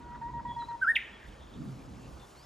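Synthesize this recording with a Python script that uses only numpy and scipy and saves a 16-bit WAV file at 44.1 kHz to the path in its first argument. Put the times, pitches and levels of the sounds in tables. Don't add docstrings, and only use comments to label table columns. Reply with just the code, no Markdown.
import sys
import numpy as np
from scipy import signal
from scipy.fft import rfft, irfft
from scipy.io import wavfile
from scipy.ndimage import uniform_filter1d

SR = 44100
rng = np.random.default_rng(int(sys.argv[2]) if len(sys.argv) > 2 else 0)


def to_wav(s):
    ch = np.atleast_2d(s).T
    pcm = np.round(np.clip(ch, -1, 1) * 32767)
    wavfile.write(sys.argv[1], SR, pcm.astype(np.int16))


def invert_db(level):
    return 10 ** (np.asarray(level, dtype=float) / 20)


N = 108045

# (time [s], rumble level [dB], gust level [dB], leaf level [dB])
WEATHER = [(0.0, -52, -50.5, -84), (.2, -47.5, -50.5, -84), (0.4, -45.5, -48, -84.5),
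           (.6, -53.5, -47.5, -82.5), (0.8, -58, -56.5, -83), (1.0, -57, -56.5, -83),
           (1.22, -56.5, -61, -83), (1.291, -41.5, -54, -82), (1.37, -54, -57.5, -82.5),
           (1.48, -54.5, -54, -82.5), (1.6, -54, -40, -82), (1.72, -53, -44, -81), (1.88, -45, -47, -82),
           (2.02, -50, -47, -81), (2.18, -46.5, -50, -81), (2.3, -62.5, -59, -80.5),
           (2.45, -55, -59.5, -81)]


def evened(x):
    return x / np.sqrt(np.mean(x ** 2) + 1e-20)


def read(points, hz):
    f, value = np.transpose(points)
    return np.interp(np.log(hz + 1), np.log(f + 1), value)


def add(mix, s, sound):
    part = mix[int(round(max(s, 0) * SR)):][:len(sound)]
    part += sound[:len(part)]


def whistle(length, level_db, first_hz, last_hz, bend, swell_db, octave_db, rise_s, fall_s):
    octave_fade_db = 1
    t = np.arange(0, length, 1 / SR)
    u = t / length
    pitch_hz = last_hz + (first_hz - last_hz) * (1 - u) ** bend
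    phase = 2 * np.pi * np.cumsum(pitch_hz) / SR
    ramp = np.clip(np.minimum(t / rise_s, (length - t) / fall_s), 0, 1)
    envelope = np.sin(np.pi / 2 * ramp) ** 2 * invert_db(level_db + swell_db(u))
    octave = invert_db(octave_db + octave_fade_db * (u + 0.5)) * np.sin(2 * phase)
    return np.sqrt(2) * envelope * (np.sin(phase) + octave)


def slur(points, overtone_db):
    # (harmonic number [multiple], level [dB])
    overtones = [(2, -42.5), (4, -73), (5, -52), (6, -57.5), (7, -58)]
    beak_hz, beak_width_hz, beak_db = 9160, 260, 19.5
    s, pitch, db = np.transpose(points)
    t = np.arange(s[0], s[-1], 1 / SR)
    hz = uniform_filter1d(np.interp(t, s, pitch), size=90)
    phase = 2 * np.pi * np.cumsum(hz) / SR
    tone = np.sin(phase)
    for k, k_db in overtones:
        lift_db = beak_db / (1 + ((k * hz - beak_hz) / beak_width_hz) ** 2)
        audible = k * hz < 16000
        tone = tone + invert_db(k_db + overtone_db + lift_db) * np.sin(k * phase) * audible
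    envelope = uniform_filter1d(np.interp(t, s, invert_db(db)), size=60)
    edges = signal.windows.tukey(len(t), 130 / len(t))
    return s[0], np.sqrt(2) * envelope * tone * edges


def songbird():
    # (start [s], length [s], level [dB], first pitch [Hz], last pitch [Hz])
    pulses = [
        (0.0, 0.18, -44, 952, 964),
        (.211, 0.099, -39.5, 924.4, 983.6),
        (.333, .08, -38, 946, 948),
        (.448, 0.078, -35.5, 960, 951),
        (.56, 0.095, -36.5, 944.6, 948),
        (.682, 0.08, -37.5, 943.6, 944.5),
    ]
    falls_s = [.02, .008, .008, .008, .022, .01]
    # (time [s], pitch [Hz], level [dB])
    arch = [
        (.812, 1400, -65),
        (.82, 1546, -31.5),
        (.83, 1556, -23.5),
        (.84, 1470, -31),
        (.85, 1357, -26.5),
        (.856, 1339, -33.5),
        (.861, 1310, -41),
    ]
    # (time [s], pitch [Hz], level [dB])
    climb = [
        (.862, 1392, -58),
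        (.869, 1411, -30),
        (.878, 1563, -24),
        (.89, 1748, -20.5),
        (.902, 1855, -21.5),
        (.914, 1844, -23.5),
        (.921, 1860, -43.5),
        (.926, 1850, -64),
    ]
    # (time [s], pitch [Hz], level [dB])
    chip_path = [
        (.952, 3950, -66),
        (.9545, 3740, -40),
        (.958, 3060, -29),
        (.961, 2670, -26),
        (.964, 2390, -25),
        (.967, 2130, -24),
        (.97, 1930, -27),
        (.973, 1800, -36),
        (.976, 1750, -60),
    ]
    pulse_db, chip_db, chip_overtone_db = 0.2, 2.5, 7.5

    def first_swell(u):
        return 15.5 * (u - 0.7)

    def later_swell(u):
        return -1.5 * (np.sin(np.pi * u) - 0.5)

    out = np.zeros(N)
    for k, (s, *row) in enumerate(pulses):
        swell = later_swell if k else first_swell
        note = whistle(*row, bend=0.61, swell_db=swell, octave_db=-22.5, rise_s=0.008, fall_s=falls_s[k])
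        add(out, s, invert_db(pulse_db) * note)
    add(out, *slur(arch, 0))
    add(out, *slur(climb, 0))
    s, chip = slur(chip_path, chip_overtone_db)
    add(out, s, invert_db(chip_db) * chip)
    return out


def noise(spectrum, level_db, patchy_db, size):
    # (frequency [Hz], left-right likeness [0..1])
    likeness = [(60, 0.97), (120, 0.82), (230, 0.89), (440, 0.59), (860, 0.023), (1680, 0.7), (3280, 0.86)]
    # (frequency [Hz], left over right [dB])
    balance = [(60, -2), (230, -1), (860, -0.5), (3280, 0.5)]
    hop = size // 4
    frames, hz = N // hop + 5, np.fft.rfftfreq(size, 1 / SR)
    a, b, c, d, patches = rng.standard_normal((frames, len(hz), 5)).T
    patches = uniform_filter1d(patches, size=5, axis=0)
    patches = evened(uniform_filter1d(patches, size=6, axis=1))
    same = np.clip(read(likeness, hz), -1, 1)[:, None]
    left = a + 1j * b
    right = same * left + np.sqrt(1 - same ** 2) * (c + 1j * d)
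    z = np.array([left, right])
    inside = (hz >= spectrum[0][0]) & (hz <= spectrum[-1][0])
    shape = invert_db(read(spectrum, hz)) * inside
    z *= (shape / np.linalg.norm(shape))[:, None]
    z *= invert_db(np.outer([0.5, -0.5], read(balance, hz)))[:, :, None]
    z *= invert_db(level_db(np.arange(frames) * hop / SR, hz[:, None]) + patchy_db * patches)
    return signal.istft(z, nperseg=size, noverlap=size - hop)[1][:, :N]


def town_rumble():
    # (frequency [Hz], density [dB per Hz])
    rumble_spectrum = [(12, -46.5), (25, -36), (35, -12), (52, 13.5), (70, -6), (95, -23.5), (130, -35.5)]
    s, rumble_db, _, _ = np.transpose(WEATHER)
    return noise(rumble_spectrum, lambda t, hz: np.interp(t, s, rumble_db), 0.53, size=2048)


def gusts():
    # (frequency [Hz], density [dB per Hz])
    gust_spectrum = [(50, -26), (85, -27.5), (134, 0.5), (150, -10.5), (184, -12), (247, -9), (318, -13),
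                     (377, -22.5), (500, -29), (650, -53.5), (1100, -120)]
    s, _, gust_db, _ = np.transpose(WEATHER)
    return noise(gust_spectrum, lambda t, hz: np.interp(t, s, gust_db), 1.75, size=2048)


def leaf_hiss():
    # (frequency [Hz], density [dB per Hz])
    air_spectrum = [(330, -1), (1000, -1.5), (2000, -14), (4000, -16.5), (7600, -19.5), (8400, -27),
                    (12300, -29), (13100, -38.5)]
    air_db, leaves_mean_db = -54, -81
    treble_hz, low_share, high_share = 5860, 0.037, 3.72
    s, _, _, leaves_db = np.transpose(WEATHER)

    def level_db(t, hz):
        share = low_share + (high_share - low_share) * hz ** 2 / (hz ** 2 + treble_hz ** 2)
        return air_db + share * (np.interp(t, s, leaves_db) - leaves_mean_db)

    return noise(air_spectrum, level_db, 1.7, size=512)


def street(x):
    # (delay [s], level at 1 kHz [dB], level at 3 kHz [dB], left over right [dB])
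    echoes = [
        (.0059, -23.5, -1, -2),
        (.0078, -24, -11.5, -12),
        (0.015, -18, -14.5, 5),
        (0.0245, -12.5, -38.5, 5.5),
        (.034, -27.5, -29.5, -3.5),
        (0.044, -27, -19.5, 4),
        (.058, -34, -22.5, 1),
        (.029, -23.5, -31, 7),
        (0.048, -24, -28, -1),
    ]
    # (frequency [Hz], 60 dB decay time [s])
    decay = [(500, 0.94), (1500, 0.34), (2500, 0.26), (4000, 0.42), (9000, 0.18)]
    tail_db, late_db, late_stretch, tail_spread = -12.5, -18.5, 4.25, 1
    tail_bass_db, echo_dull_db = -11, -10
    taps = np.zeros((3, SR))
    at = np.arange(400, SR - 20, 20) + rng.integers(0, 20, (3, (SR - 401) // 20))
    np.put_along_axis(taps, at, rng.choice([-1., 1.], at.shape), 1)
    taps = taps[0] + tail_spread * taps[1:]
    hz, t, z = signal.stft(taps, SR, nperseg=256)
    z = z * invert_db(tail_bass_db * np.clip(2 - hz / 1200, 0, 1))[:, None]
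    room = 0
    for db, stretch in ((tail_db, 1), (late_db, late_stretch)):
        fade = invert_db(-60 * t / (read(decay, hz)[:, None] * stretch))
        tail = signal.istft(z * fade, SR, nperseg=256)[1]
        room = room + invert_db(db) * tail / np.linalg.norm(tail[0] + 1e-9)
    for s, low_db, high_db, pan_db in echoes:
        dull_db = high_db + echo_dull_db
        gains_db = np.array([low_db, low_db, (low_db + high_db) / 2, high_db, dull_db, dull_db])
        tap = signal.firwin2(89, [0, 1000, 2000, 2800, 4000, SR / 2], invert_db(gains_db), fs=SR)
        middle = round(s * SR)
        room[:, middle - 44:middle + 45] += tap * invert_db(pan_db * np.array([[0.5], [-0.5]]))
    return signal.fftconvolve(x[None], room, axes=1)[:, :N]


def far_birds():
    # (start [s], length [s], level [dB], first pitch [Hz], last pitch [Hz])
    clear = [
        (.01, .1, -66, 1455, 1430),
        (.468, .105, -58, 3375, 3350),
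        (.575, .055, -65, 3350, 3345),
        (.82, .125, -69, 5080, 5050),
        (1.11, .075, -62, 3450, 3250),
        (2.178, .09, -65, 3570, 3500),
        (2.35, .12, -66, 3950, 5450),
        (.825, .04, -60, 2200, 2050),
    ]
    # (time [s], pitch [Hz], level [dB])
    dips = [
        [(.582, 4300, -80), (.6, 4050, -63), (.621, 3950, -51), (.632, 3850, -62), (.643, 3920, -54),
         (.66, 3960, -63), (.67, 3950, -80)],
        [(.676, 4320, -80), (.685, 4240, -67), (.707, 3990, -61), (.715, 3920, -63), (.722, 3850, -80)],
    ]
    # (time [s], pitch [Hz], level [dB])
    far_wall = [
        (1.318, 3900, -85),
        (1.323, 3500, -68),
        (1.328, 3050, -62),
        (1.333, 2850, -66),
        (1.338, 2750, -85),
    ]
    # (start [s], length [s], level [dB],
    # first pitch [Hz], last pitch [Hz])
    blurred = [
        (.1, .08, -63, 1400, 1280),
        (1.2, .09, -60, 1820, 1850),
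        (1.2, .08, -70, 3350, 3350),
        (1.265, .045, -66, 3550, 3500),
        (1.33, .28, -72, 3200, 3600),
        (1.38, .08, -67, 3400, 3650),
        (1.51, .065, -66, 3800, 3350),
        (1.77, .07, -68, 2400, 2420),
        (1.93, .04, -68, 2400, 2450),
        (1.99, .13, -72, 2700, 2600),
    ]
    far_db, blurred_db, blur_s, far_flutter = -1.2, 1.5, 0.0041, 0.4
    bend, edge_s = 1.1, 0.025

    def swell(u):
        return 5 * (np.sin(np.pi * u) - 0.6)

    out, blur = np.zeros(N), np.zeros(N)
    for s, *row in clear:
        add(out, s, whistle(*row, bend, swell, -43.0, edge_s, edge_s))
    for note in dips + [far_wall]:
        add(out, *slur(note, -26.0))
    for s, *row in blurred:
        add(blur, s, whistle(*row, bend, swell, -43.5, edge_s, edge_s))
    flutter = signal.oaconvolve(rng.standard_normal(N), np.hanning(int(blur_s * SR)), "same")
    flutter = evened(flutter)
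    return invert_db(far_db) * out * (1 + far_flutter * flutter) + invert_db(blurred_db) * flutter * blur


def ticks():
    # (time [s], level [dB])
    tick_times = [
        (0.154, -52.5),
        (0.223, -54),
        (0.288, -60),
        (0.399, -53),
        (0.624, -50.5),
        (0.716, -48.5),
    ]
    tick_hz, tick_width_hz, tick_s = 1400, 490, 0.007
    out, t = np.zeros(N), np.arange(-500, 500) / SR
    band = signal.butter(2, [tick_hz - tick_width_hz / 2, tick_hz + tick_width_hz / 2], "band", fs=SR)
    for s, db in tick_times:
        grain = evened(signal.lfilter(*band, rng.standard_normal(1000)))
        add(out, s + t[0], invert_db(db) * grain * np.exp(-(t / tick_s) ** 2))
    return out


def rustles():
    # (centre [s], length [s], level [dB])
    bursts = [(0.584, 0.022, -85.5), (.86, 0.071, -81.5), (0.927, 0.049, -68), (.97, .03, -72),
              (1.285, .03, -76), (1.65, .02, -72.5), (1.715, 0.078, -79.5), (1.829, .03, -87),
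              (1.91, .04, -82.5), (2.017, .02, -83.5), (2.126, .08, -77), (2.2, .09, -82.5),
              (2.31, .14, -76), (2.421, 0.088, -80)]
    # (frequency [Hz], density [dB per Hz])
    rustle_spectrum = [(7000, -12.5), (9000, 7), (12000, -1.5), (14600, 0), (15700, -15)]
    rustle_db = -0.5
    s, length, db = np.transpose(bursts)

    def level_db(t, hz):
        power = invert_db(2 * db) * np.exp(-(2 * (t[:, None] - s) / length) ** 4)
        return rustle_db + 10 * np.log10(power.sum(1) + 1e-14)

    return noise(rustle_spectrum, level_db, 1.5, size=256)


def puff():
    puff_s, puff_length_s, puff_db, puff_from_hz = 0.964, 0.006, -57, 5000
    t = np.arange(N) / SR
    high_pass = signal.butter(2, puff_from_hz, "high", fs=SR)
    air = signal.lfilter(*high_pass, rng.standard_normal(N))
    return invert_db(puff_db) * air * np.exp(-((t - puff_s) / puff_length_s) ** 2)


def scene():
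    far_wet_db = -11
    near, far = songbird() + ticks() + puff(), far_birds()
    direct = near * invert_db(np.array([[-0.4], [0.4]]))
    weather = town_rumble() + gusts() + leaf_hiss() + rustles()
    return direct + far + street(near + invert_db(far_wet_db) * far) + weather


def ports(x):
    # (low edge [Hz], high edge [Hz], side over mid [dB])
    port_bands = [(800, 1100, -12), (2500, 5300, -11), (5650, 6400, -9), (7950, 10400, 2),
                  (11700, 14700, 5)]
    wide_below_hz, wide_above_db, low_cut_hz = 1800, -8.5, 38
    dull_from_hz, dull_to_hz, dull_db, top_db = 12950, 14000, -14, 4
    hz = np.fft.rfftfreq(N, 1 / SR)
    mid, side = rfft(x[0] + x[1]) / 2, rfft(x[0] - x[1]) / 2
    side = side * np.where(hz < wide_below_hz, 1, invert_db(wide_above_db) * (hz < port_bands[1][1]))
    quadrature = sum(invert_db(db) * (hz > lo) * (hz < hi) for lo, hi, db in port_bands)
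    side = side + 1j * mid * quadrature
    corners_hz = [dull_from_hz, dull_from_hz + 100, dull_to_hz, dull_to_hz + 100]
    mid = mid * invert_db(np.interp(hz, corners_hz, [0, dull_db, dull_db, top_db]))
    low_cut = 1 + (low_cut_hz / (hz + 1)) ** 6
    return irfft(np.array([mid + side, mid - side]) / low_cut, N)


def low_pass(x):
    return signal.sosfilt(signal.butter(12, 15700, fs=SR, output="sos"), x)


def record(dry):
    duck_from_db, duck_share, recover_db_per_s = -32.5, 0.11, 29
    power = abs(uniform_filter1d((dry ** 2).mean(0), size=800))
    power_db = 10 * np.log10(power + 1e-12)
    fall = np.arange(N) * recover_db_per_s / SR
    held_db = np.maximum.accumulate(power_db + fall) - fall
    over_db = np.maximum(held_db - duck_from_db, 0)
    ducked = ports(dry) / invert_db(duck_share * uniform_filter1d(over_db, size=400))
    return low_pass(ducked)


dry = scene()
out = record(dry)
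to_wav(out)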